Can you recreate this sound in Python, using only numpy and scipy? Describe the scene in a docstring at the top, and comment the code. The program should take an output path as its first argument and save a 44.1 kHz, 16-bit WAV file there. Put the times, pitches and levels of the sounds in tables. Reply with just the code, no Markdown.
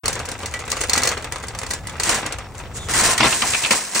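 """A shopping cart with a steel frame and a plastic basket rolls over pavement, close to the microphone.
Its loose steel clacks as struck noise with ringing modes, and random contacts make it rattle, hardest over joints.
Shoved off, it clatters into a metal trash can in runs of contacts, rebounds with its seat flapping
and drops back on its wheels. Behind it: wheels drumming as low noise, a short wall tail and faint street noise."""
import sys
import numpy as np
from scipy import signal
from scipy.fft import rfft, irfft, next_fast_len
from scipy.io import wavfile
from scipy.ndimage import uniform_filter1d

SR = 44100
rng = np.random.default_rng(int(sys.argv[2]) if len(sys.argv) > 2 else 0)


def to_wav(sig):
    """Store sig (one row per channel, or 1-D mono) as 16-bit WAV at the path in sys.argv[1].

    Samples outside -1..1 are clipped; the rate is SR.
    """
    pcm = np.clip(np.atleast_2d(sig), -1, 1) * 32767
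    pcm = np.round(pcm).astype(np.int16)
    wavfile.write(sys.argv[1], SR, pcm.T)  # frames by channels


N = 176400  # samples in the scene
T = np.arange(SR // 3) / SR  # time within one contact, s

# Levels are relative within each table. Colours are spectra; t60 is the time to fall by 60 dB.

# Loose steel parts striking the frame.
# Each row: start in seconds, level in dB, share of the basket in dB, share of the wire gate in dB.
CLACK_EVENTS = [(0.057, -14, -4.5, -8.5), (0.0799, -8, -5.5, -16), (0.1288, -17.5, -16, -12.5),
                (0.1537, -23.5, 5, -11), (0.192, -25.5, -8, -11), (0.199, -26.5, 12, -24),
                (0.254, -20, -19, -21), (0.2877, -17.5, -2.5, -25), (0.3157, -18.5, -4, -22),
                (0.4317, -33.5, 17, -6), (0.4583, -17, -9, -14), (0.5387, -21.5, 7, -9.5),
                (0.591, -25, -6, -19), (0.6782, -22.5, 6, -27), (0.7014, -17, -25, -16),
                (0.7165, -10, -15, -16), (0.7263, -18.5, 4, -50), (0.7673, -19.5, 4.5, -23),
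                (0.8123, -11, -4, -17), (0.8364, -14.5, 3, -23), (0.8955, -10, -10, -11),
                (0.9327, -5, -24, -12), (0.9602, -16, -5, -9), (0.9777, -6.5, -34, -16),
                (1.0193, -19, -14, -9), (1.0337, -8.5, -20, -14), (1.054, -13, -4, -16),
                (1.073, -10.5, 0.5, -10), (1.0894, -26.5, -6, 3), (1.116, -16.5, -4, -31),
                (1.175, -26, 9, -10), (1.2434, -26, 10, -8), (1.3222, -14.5, -6, -27),
                (1.3585, -23, 6.5, -15), (1.4373, -26, 8.5, -23), (1.483, -19.5, -14, -27),
                (1.5489, -27.5, 8, -12), (1.5878, -16.5, -8, -24), (1.6148, -23.5, 6, -46),
                (1.632, -21.5, 5.5, -35), (1.6648, -20.5, -3, -21), (1.7054, -18, -3, -14),
                (1.7095, -11, -11.5, -47), (1.7351, -12, -10, -39), (1.8705, -18, -25, -44),
                (1.8948, -24.5, 4.5, -18), (1.9988, -9.5, -7, -17.5), (2.034, -9, -18, -20),
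                (2.0925, -5.5, -3, -40), (2.2619, -14, -0.5, -33), (2.3232, -18, -3, -13),
                (2.3847, -23, 3.5, -25), (2.5469, -43, 17.5, -11), (2.8857, -26.5, 10, -12),
                (2.937, -10, -28, -30), (3.0095, -21, -7, -4), (3.1783, -8.5, -32, -17),
                (3.7078, -9.5, 3, -9), (3.9482, -20, -7, -4), (3.956, -14, -15.5, -10)]
# Light, dry ticks of loose wires. Each row: start in seconds, level in dB.
TICK_EVENTS = [(.0405, -41), (0.3902, -25.5), (0.807, -18), (1.224, -26), (1.5177, -44), (1.967, -35),
               (2.4555, -62)]
# Knocks that leave one frame bar ringing. Each row: start in seconds, level in dB.
BAR_KNOCK_EVENTS = [(.538, -26.5), (.553, -30), (.96, -31), (1.05, -24), (1.71, -34.5), (2.27, -39)]
# Steady shaking while the cart is pushed. Each row: time in seconds, wire level in dB, basket level in dB.
PUSHED_SHAKING = [(.04, -44, -30.5), (.12, -37, -33.5), (.24, -45, -35.5), (.50, -41.5, -36),
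                  (.68, -39, -37.5), (.76, -33.5, -34.5), (.88, -35, -31.5), (.96, -53, -25),
                  (1.13, -38, -28.5), (1.30, -61, -41), (1.37, -36, -35.5), (1.52, -49, -39.5),
                  (1.74, -42, -34.5), (1.84, -51.5, -44.5), (1.98, -48, -37), (2.21, -50, -28.5),
                  (2.35, -69, -35), (2.46, -60, -40.5), (2.54, -48, -55), (2.60, -37, -37.5),
                  (2.70, -75, -46.5), (2.86, -54, -35)]
# Shaking once the cart is let go. Each row: time in seconds, wire level in dB, basket level in dB.
FREE_SHAKING = [(2.875, -65, -39), (2.895, -21.5, -31.5), (2.93, -24.5, -28.5), (2.955, -15.5, -22.5),
                (3.05, -15.5, -21), (3.138, -19, -23), (3.168, -36, -28), (3.185, -30, -37),
                (3.26, -19, -22.5), (3.36, -21, -29), (3.40, -25, -36.5), (3.46, -21.5, -27.5),
                (3.58, -23.5, -34.5), (3.63, -21.5, -31), (3.695, -27, -31.5), (3.72, -17, -25),
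                (3.80, -22.5, -32.5), (3.90, -31.5, -41), (3.942, -30, -32), (3.960, -19.5, -31),
                (4.0, -17.5, -27.5)]
# Wheels crossing pavement joints.
# Each row: peak time in seconds, level in dB, last 10 dB of rise in seconds, first 10 dB of fall in seconds.
PAVEMENT_JOINTS = [(.975, -33.5, 0.05, 0.054), (1.06, -30, 0.023, 0.064), (2.096, -20, 0.061, 0.095)]
# The cart hitting the can. Each row: start in seconds, level in dB, thud in dB, chatter length in seconds.
CAN_BLOWS = [(3.180, -17.5, -26, 0.016), (3.203, -9.5, -6, 0.0049), (3.213, -17, -6, 0.0082),
             (3.227, -11, -8, 0.016), (3.243, -13.5, 1.5, .014), (3.258, -13, -1, .014),
             (3.418, -16.5, -14, 0.0081)]
# The cart dropping back on its wheels.
# Each row: start in seconds, level in dB, thud in dB, chatter length in seconds.
WHEEL_LANDINGS = [(3.707, -14, -20, .014), (3.731, -20, -1, 0.018), (3.955, -20.5, -28, 0.02)]
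# The child seat flapping. Each row: start in seconds, level in dB.
SEAT_SLAPS = [(3.243, -38), (3.327, -13.5), (3.420, -17), (3.535, -14), (3.547, -14), (3.637, -18),
              (3.648, -12.5), (3.658, -17)]
# A falling ring on the rebound. One row: start in seconds, starting pitch in Hz,
# time constant of the fall in seconds, time to the peak in seconds, level in dB, roughness from 0 to 1.
REBOUND_ZING = (3.419, 2000, .033, .017, -19, .25)
# The scuffing wheel's squeak. One row: start in seconds, starting pitch in Hz,
# time constant of the fall in seconds, time to the peak in seconds, level in dB, roughness from 0 to 1.
WHEEL_SQUEAK = (2.762, 3720, 1.4, .055, -38, .08)
# Drumming of the wheels. Each row: time in seconds, level in dB.
WHEEL_RUMBLE = [(0.04, -32), (0.36, -37.5), (2.19, -34), (2.31, -37), (2.36, -38), (2.43, -37.5),
                (3.08, -30), (3.17, -41), (3.27, -35), (3.4, -47), (3.44, -35), (4.0, -59)]
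# Wheels dropping into dents. Each row: start in seconds, level in dB.
DENT_BUMPS = [(.845, -24), (1.76, -20.5), (1.865, -37), (2.34, -19), (3.46, -41)]
# A wheel scuffing as the cart is shoved. Each row: time in seconds, level in dB.
SHOVE_SCUFF = [(2.745, -39), (2.772, -27.5), (2.80, -41), (2.85, -38.5), (2.875, -40)]

# Modes of the steel frame. Each row: pitch in Hz, level in dB, t60 in seconds.
FRAME_MODES = [(421, 2, 0.076), (956, 8, 0.09), (1666, 4.5, 0.35), (1990, 14, 0.098), (2360, -19.5, 0.13),
               (3610, 1, 0.26), (4450, 6.5, 0.051), (4710, 6, 0.068), (5520, 7, 0.13), (6200, 5, 0.12),
               (7300, 3, 0.26), (7520, -21, 0.17), (8030, 4, 0.21)]
# Modes of one frame bar. Each row: pitch in Hz, level in dB, t60 in seconds.
BAR_MODES = [(1690, -8, 0.075), (1958, 1, 0.17), (2300, -3, 0.096)]
# Modes of the plastic basket. Each row: pitch in Hz, level in dB, t60 in seconds.
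BASKET_BODY_MODES = [(443, 6.5, 0.082), (539, 3, 0.12), (1024, -1, 0.03), (1172, 7, 0.075)]
# Modes of the trash can. Each row: pitch in Hz, level in dB, t60 in seconds.
CAN_MODES = [(132, 5, .16), (209.6, -2, 0.39), (650, 1.5, 0.29), (829, 8, 0.2), (990, -1, 0.24),
             (1080, -6, 0.17), (1370, 11.5, 0.11), (1700, -7, 0.2), (2040, -8, 0.16), (2320, 6.5, 0.29)]
# Modes of a wheel bump. Each row: pitch in Hz, level in dB, t60 in seconds.
DENT_MODES = [(60.7, 1, 0.27), (96.5, 8, 0.1)]

# Colour of wire contacts. Each row: frequency in Hz, level in dB per Hz.
WIRE_COLOUR = [(800, -23), (1800, -3.5), (2500, -2), (3200, -6.5), (3900, -4), (4500, -2), (5200, -3),
               (6200, -0.5), (8100, 2), (10000, 2), (11500, -23), (14000, -4), (16000, -11)]
# Colour of the wire gate. Each row: frequency in Hz, level in dB per Hz.
GATE_COLOUR = [(1500, -47), (3900, -11), (4300, 1.5), (4480, 1.5), (4750, -9.5), (5200, -5.5), (6150, -2),
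               (6700, -3), (12000, -11.5)]
# Colour of basket knocks. Each row: frequency in Hz, level in dB per Hz.
BASKET_COLOUR = [(90, -31), (210, -1), (320, -2), (460, 1), (700, -1), (1000, 2), (1400, 0), (2000, -2),
                 (2700, -3.5), (4000, -10), (9000, -54)]
# Colour of crash contacts. Each row: frequency in Hz, level in dB per Hz.
CRASH_COLOUR = [(90, -37), (220, 0), (450, -14.5), (1000, 0.5), (1500, -4), (2400, 0.5), (3300, -4.5),
                (5000, -10.5), (10000, -32), (16000, -40)]
# Colour of the thud under a blow. Each row: frequency in Hz, level in dB per Hz.
THUD_COLOUR = [(25, -31), (60, -14), (110, -4), (200, -7), (330, -0.5), (600, -14), (2000, -50)]
# Colour of the seat slaps. Each row: frequency in Hz, level in dB per Hz.
SEAT_COLOUR = [(200, -10.5), (700, -8), (1500, -5), (2100, -7), (2500, 7.5), (2900, -2.5), (3500, -4),
               (4500, -8), (12000, -40)]
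# Colour of the drumming wheels. Each row: frequency in Hz, level in dB per Hz.
WHEEL_COLOUR = [(20, -27), (35, -7), (55, -5), (74, -1.5), (115, -6), (160, -13), (300, -21), (700, -21),
                (3000, -41)]
# Colour of the scuffing wheel. Each row: frequency in Hz, level in dB per Hz.
SCUFF_NOISE_COLOUR = [(1500, -4), (3500, -5), (5600, -1), (7000, 7.5), (8300, 3.5), (10500, 0),
                      (15000, -15)]
# Colour of the street. Each row: frequency in Hz, level in dB per Hz.
STREET_COLOUR = [(30, -18), (1000, 14), (3000, -28), (16000, -40)]

# Decay of the dense ring after a contact. Each row: frequency in Hz, t60 in seconds.
CONTACT_RING_T60 = [(200, 0.099), (1000, 0.16), (2800, 0.15), (7500, 0.12), (15000, 0.045)]
# Decay of the wall's answer. Each row: frequency in Hz, t60 in seconds.
WALL_TAIL_T60 = [(200, 1), (2000, 0.17), (8000, 0.26), (15000, 0.31)]
# Left-right likeness. 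Each row: frequency in Hz, likeness from -1 (opposed) to 1 (the same).
LIKENESS = [(60, 0.88), (300, 0.99), (700, 0.83), (1300, 0.97), (1900, 1), (2400, 0.53), (3300, -0.02),
            (4400, 0.3), (6000, 0.6), (8000, 0.074), (9700, -0.88), (10800, -1), (14000, -1),
            (15000, -0.59)]
# Lean of the stereo image. Each row: frequency in Hz, left above right in dB.
LEAN = [(100, 0.8), (250, 0.5), (520, 3.0), (1000, 2.8), (2000, -0.5), (6000, 0)]

START_S, TOP_HZ = .035, 15800  # silence before the start, upper band limit
FRAME_DETUNE = .018  # spread of the wires' tuning, share of the pitch
ROLL_CRACK_S, ROLL_RING_DB = .0018, -12  # rolling contacts are short and dry
ROLL_SCATTER_DB = 5  # spread of contact strengths while rolling
JOINT_BASKET_DB = -2.5  # basket against wire over a joint


def amp(db):
    """Decibels as a linear gain."""
    return 10 ** (np.asarray(db) / 20)


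def unit(x):
    """Scale x to rms 1."""
    return x / np.sqrt(np.mean(x ** 2) + 1e-20)


def along(points, hz):
    """Read (Hz, value) points at any frequency, on a log axis."""
    f, v = np.transpose(points)
    return np.interp(np.log(hz + 1), np.log(f + 1), v)


def gains(rows):
    """One gain per sample for each dB column, fading to -90 dB outside the rows."""
    s, *columns = np.transpose(rows)
    times = np.r_[s[0] - .04, s, s[-1] + .04]
    t = np.arange(N) / SR
    return [amp(np.interp(t, times, np.r_[-90, db, -90])) for db in columns]


def filtered(x, response):
    """Shape x by a response given as a function of frequency."""
    n = x.shape[-1]
    m = next_fast_len(n + 4096)
    spectrum = rfft(x, m) * response(np.fft.rfftfreq(m, 1 / SR))
    return irfft(spectrum, m)[..., :n]


def noise(colour, size):
    """Two unrelated coloured noises, scaled together to rms 1."""
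    return unit(filtered(rng.standard_normal((2, size)), lambda hz: amp(along(colour, hz))))


def fade(x, t60):
    """Let each frequency die at its own speed."""
    hz, t, z = signal.stft(x, SR, nperseg=256)
    decay = amp(-60 * t / along(t60, hz)[:, None])
    return signal.istft(z * decay, SR, nperseg=256)[1][:, :x.shape[1]]


def add(out, s, x):
    """Mix x into out at time s."""
    i = max(0, round(s * SR))
    out[:, i:i + x.shape[1]] += x[:, :max(0, N - i)]


def ring(modes, detune=0):
    """Decaying modes, each struck with a chance strength and phase, and detuned by chance if asked."""
    hz, db, t60 = np.transpose(modes)[:, :, None]
    strength = amp(db + 3.7 * rng.standard_normal(db.shape)) / np.linalg.norm(amp(db))
    hz = hz * (1 + detune * rng.standard_normal(hz.shape))
    wave = np.exp((2j * np.pi * hz - np.log(1000) / t60) * T)
    turn = np.exp(2j * np.pi * rng.random((2, len(modes))))
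    return np.sqrt(2) * ((turn * strength.T) @ wave).real


def contact(colour, crack_s, ring_db, uneven_db=3):
    """A sharp crack that leaves a dense, short ring; every point of impact has its own colour."""
    knots = np.linspace(0, np.sqrt(TOP_HZ), num=60) ** 2
    ripple = uneven_db * rng.standard_normal(len(knots))
    x = unit(filtered(noise(colour, len(T)), lambda hz: amp(np.interp(hz, knots, ripple))))
    crack = x * np.exp(-T / crack_s)
    dense_ring = amp(ring_db) * fade(x, CONTACT_RING_T60)
    attack = 1 - np.exp(-T / 0.00055)
    return (crack + dense_ring) * attack


def struck(events, modes, attack_s):
    """One set of modes rung at each (s, dB) event."""
    out = np.zeros((2, N))
    for s, db in events:
        add(out, s, amp(db) * ring(modes) * (1 - np.exp(-T / attack_s)))
    return out


def slide(s, hz, fall_s, peak_s, db, rough):
    """A short, rough tone that swells, slides down in pitch and fades."""
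    out = np.zeros((2, N))
    waver = unit(uniform_filter1d(rng.standard_normal(len(T)), size=24))
    pitch = hz * np.exp(-T / fall_s) * (1 + rough * waver)
    phase = 2 * np.pi * np.cumsum(pitch) / SR
    swell = T / peak_s * np.exp((1 - (T / peak_s) ** 2) / 2)
    add(out, s, amp(db) * swell * np.array([np.sin(phase), np.cos(phase)]))
    return out


def clacks():
    """Single blows of steel on steel; each also shakes the wire gate and knocks the basket."""
    out = np.zeros((2, N))
    usual_basket_db, usual_gate_db = np.mean(CLACK_EVENTS, axis=0)[2:]
    for s, db, basket_db, gate_db in CLACK_EVENTS:
        steel = contact(WIRE_COLOUR, crack_s=.003, ring_db=-8, uneven_db=1.0)
        steel += amp(-13.5) * ring(FRAME_MODES, FRAME_DETUNE)
        gate = contact(GATE_COLOUR, crack_s=0.0035, ring_db=-10)
        gate *= amp(gate_db - usual_gate_db - 6.0)
        basket = contact(BASKET_COLOUR, crack_s=.007, ring_db=-1)
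        basket += amp(-1.0) * ring(BASKET_BODY_MODES)
        basket *= amp(basket_db - usual_basket_db - 15.0)
        add(out, s, amp(db - 5.0) * (steel + gate + basket))
    return out


def ticks():
    """Single wires touch lightly between the clacks, as short dry contacts."""
    out = np.zeros((2, N))
    for s, db in TICK_EVENTS:
        add(out, s, amp(db) * contact(WIRE_COLOUR, crack_s=ROLL_CRACK_S, ring_db=ROLL_RING_DB))
    return out


def chatter(colour, rate, scatter_db, modes_db, crack_s=.0024, ring_db=-7, count=10):
    """Loose parts, together making rate hits a second at random, each with its own ring; rms 1."""
    out = np.zeros((2, N))
    for _ in range(count):
        strengths = amp(scatter_db * np.clip(rng.standard_normal(N), -2, 2))
        hits = (rng.random(N) < rate / count / SR) * strengths
        part = contact(colour, crack_s, ring_db, uneven_db=4)
        part += amp(modes_db) * ring(FRAME_MODES, FRAME_DETUNE)
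        out += signal.fftconvolve(hits[None], part, axes=1)[:, :N]
    return unit(out)


def rattle():
    """Wires and basket chatter sparsely on smooth ground, densely over joints and when let go."""
    t = np.arange(N) / SR
    jolt = np.zeros(N)
    for s, db, rise, fall in PAVEMENT_JOINTS:
        distance = np.maximum((s - t) / rise, (t - s) / fall)
        jolt += amp(db - 10 * distance ** 2.14)
    wire, basket = gains(PUSHED_SHAKING)
    wild_wire, wild_basket = gains(FREE_SHAKING)
    gentle_wire = wire * chatter(WIRE_COLOUR, rate=140, scatter_db=ROLL_SCATTER_DB, modes_db=-27,
                                 crack_s=ROLL_CRACK_S, ring_db=ROLL_RING_DB)
    gentle_basket = basket * chatter(BASKET_COLOUR, rate=260, scatter_db=ROLL_SCATTER_DB,
                                     modes_db=-18, ring_db=ROLL_RING_DB)
    hard_wire = chatter(WIRE_COLOUR, rate=710, scatter_db=1.0, modes_db=-21.0)
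    hard_wire *= wild_wire + jolt
    hard_basket = chatter(BASKET_COLOUR, rate=900, scatter_db=2.5, modes_db=-19)
    hard_basket *= wild_basket + amp(JOINT_BASKET_DB) * jolt
    return gentle_wire + gentle_basket + hard_wire + hard_basket


def crash(blows, modes):
    """Each blow is a quick run of five contacts that ring the can or the basket, over a dull thud."""
    out = np.zeros((2, N))
    for s, db, thud_db, length in blows:
        for share in np.r_[0, rng.random(4)]:
            clang = contact(CRASH_COLOUR, crack_s=.005, ring_db=-9.5, uneven_db=7.0)
            clang += amp(-13.0) * ring(modes)
            # later contacts in the run are weaker
            add(out, s + share * length, amp(db - 3.0 - 4.2 * share) * clang)
        thud = contact(THUD_COLOUR, crack_s=0.025, ring_db=-23)
        add(out, s, amp(db + thud_db - 9) * thud)
    return out


def seat():
    """The plastic seat slaps against its wire gate, each slap a crack with a short ring."""
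    out = np.zeros((2, N))
    for s, db in SEAT_SLAPS:
        add(out, s, amp(db) * contact(SEAT_COLOUR, crack_s=.0045, ring_db=-9, uneven_db=0.5))
    return out


def wheels():
    """Hard wheels drum on the rough pavement, drop into dents, and scuff and squeak at the shove."""
    drumming = gains(WHEEL_RUMBLE)[0] * noise(WHEEL_COLOUR, N)
    bumps = struck(DENT_BUMPS, DENT_MODES, attack_s=0.012)
    scuff = gains(SHOVE_SCUFF)[0] * noise(SCUFF_NOISE_COLOUR, N)
    return drumming + bumps + scuff + slide(*WHEEL_SQUEAK)


def wall(x):
    """The store front answers with a short diffuse tail of decaying noise."""
    tail = fade(rng.standard_normal((2, len(T))), WALL_TAIL_T60) * (1 - np.exp(-T / 0.01))
    return signal.fftconvolve(x, tail / np.linalg.norm(tail[0]), axes=1)[:, :N]


def street():
    """A steady, faint bed of coloured noise."""
    return amp(-51.0) * noise(STREET_COLOUR, N)


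def spread(pair):
    """Turn two unrelated signals into left and right that agree in the bass and oppose in the treble."""
    def mid_and_side(hz):
        angle = np.arccos(np.clip(along(LIKENESS, hz), -.995, .995)) / 2
        return np.array([np.cos(angle), np.sin(angle)])

    mid, side = filtered(pair, mid_and_side)
    halves = np.array([[.5], [-.5]])  # left up, right down
    return filtered(np.array([mid + side, mid - side]), lambda hz: amp(along(LEAN, hz) * halves))


def scene():
    """The cart and its collisions, the wall's answer, the wheels and the street, spread in stereo."""
    cart = clacks() + ticks() + rattle()
    cart += crash(CAN_BLOWS, CAN_MODES) + crash(WHEEL_LANDINGS, BASKET_BODY_MODES)
    cart += seat() + slide(*REBOUND_ZING)
    cart += struck(BAR_KNOCK_EVENTS, BAR_MODES, attack_s=0.0009)
    return spread(cart + amp(-18) * wall(cart) + wheels() + street())


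def record(dry):
    """After a brief silence the sound begins; the microphone rounds off the highest peaks and cuts above its
    band limit."""
    x = dry * (np.arange(N) / SR > START_S)
    x = x / (1 + np.abs(x / .92) ** 6) ** (1 / 6)
    return filtered(x, lambda hz: hz < TOP_HZ)


dry = scene()
out = record(dry)
to_wav(out)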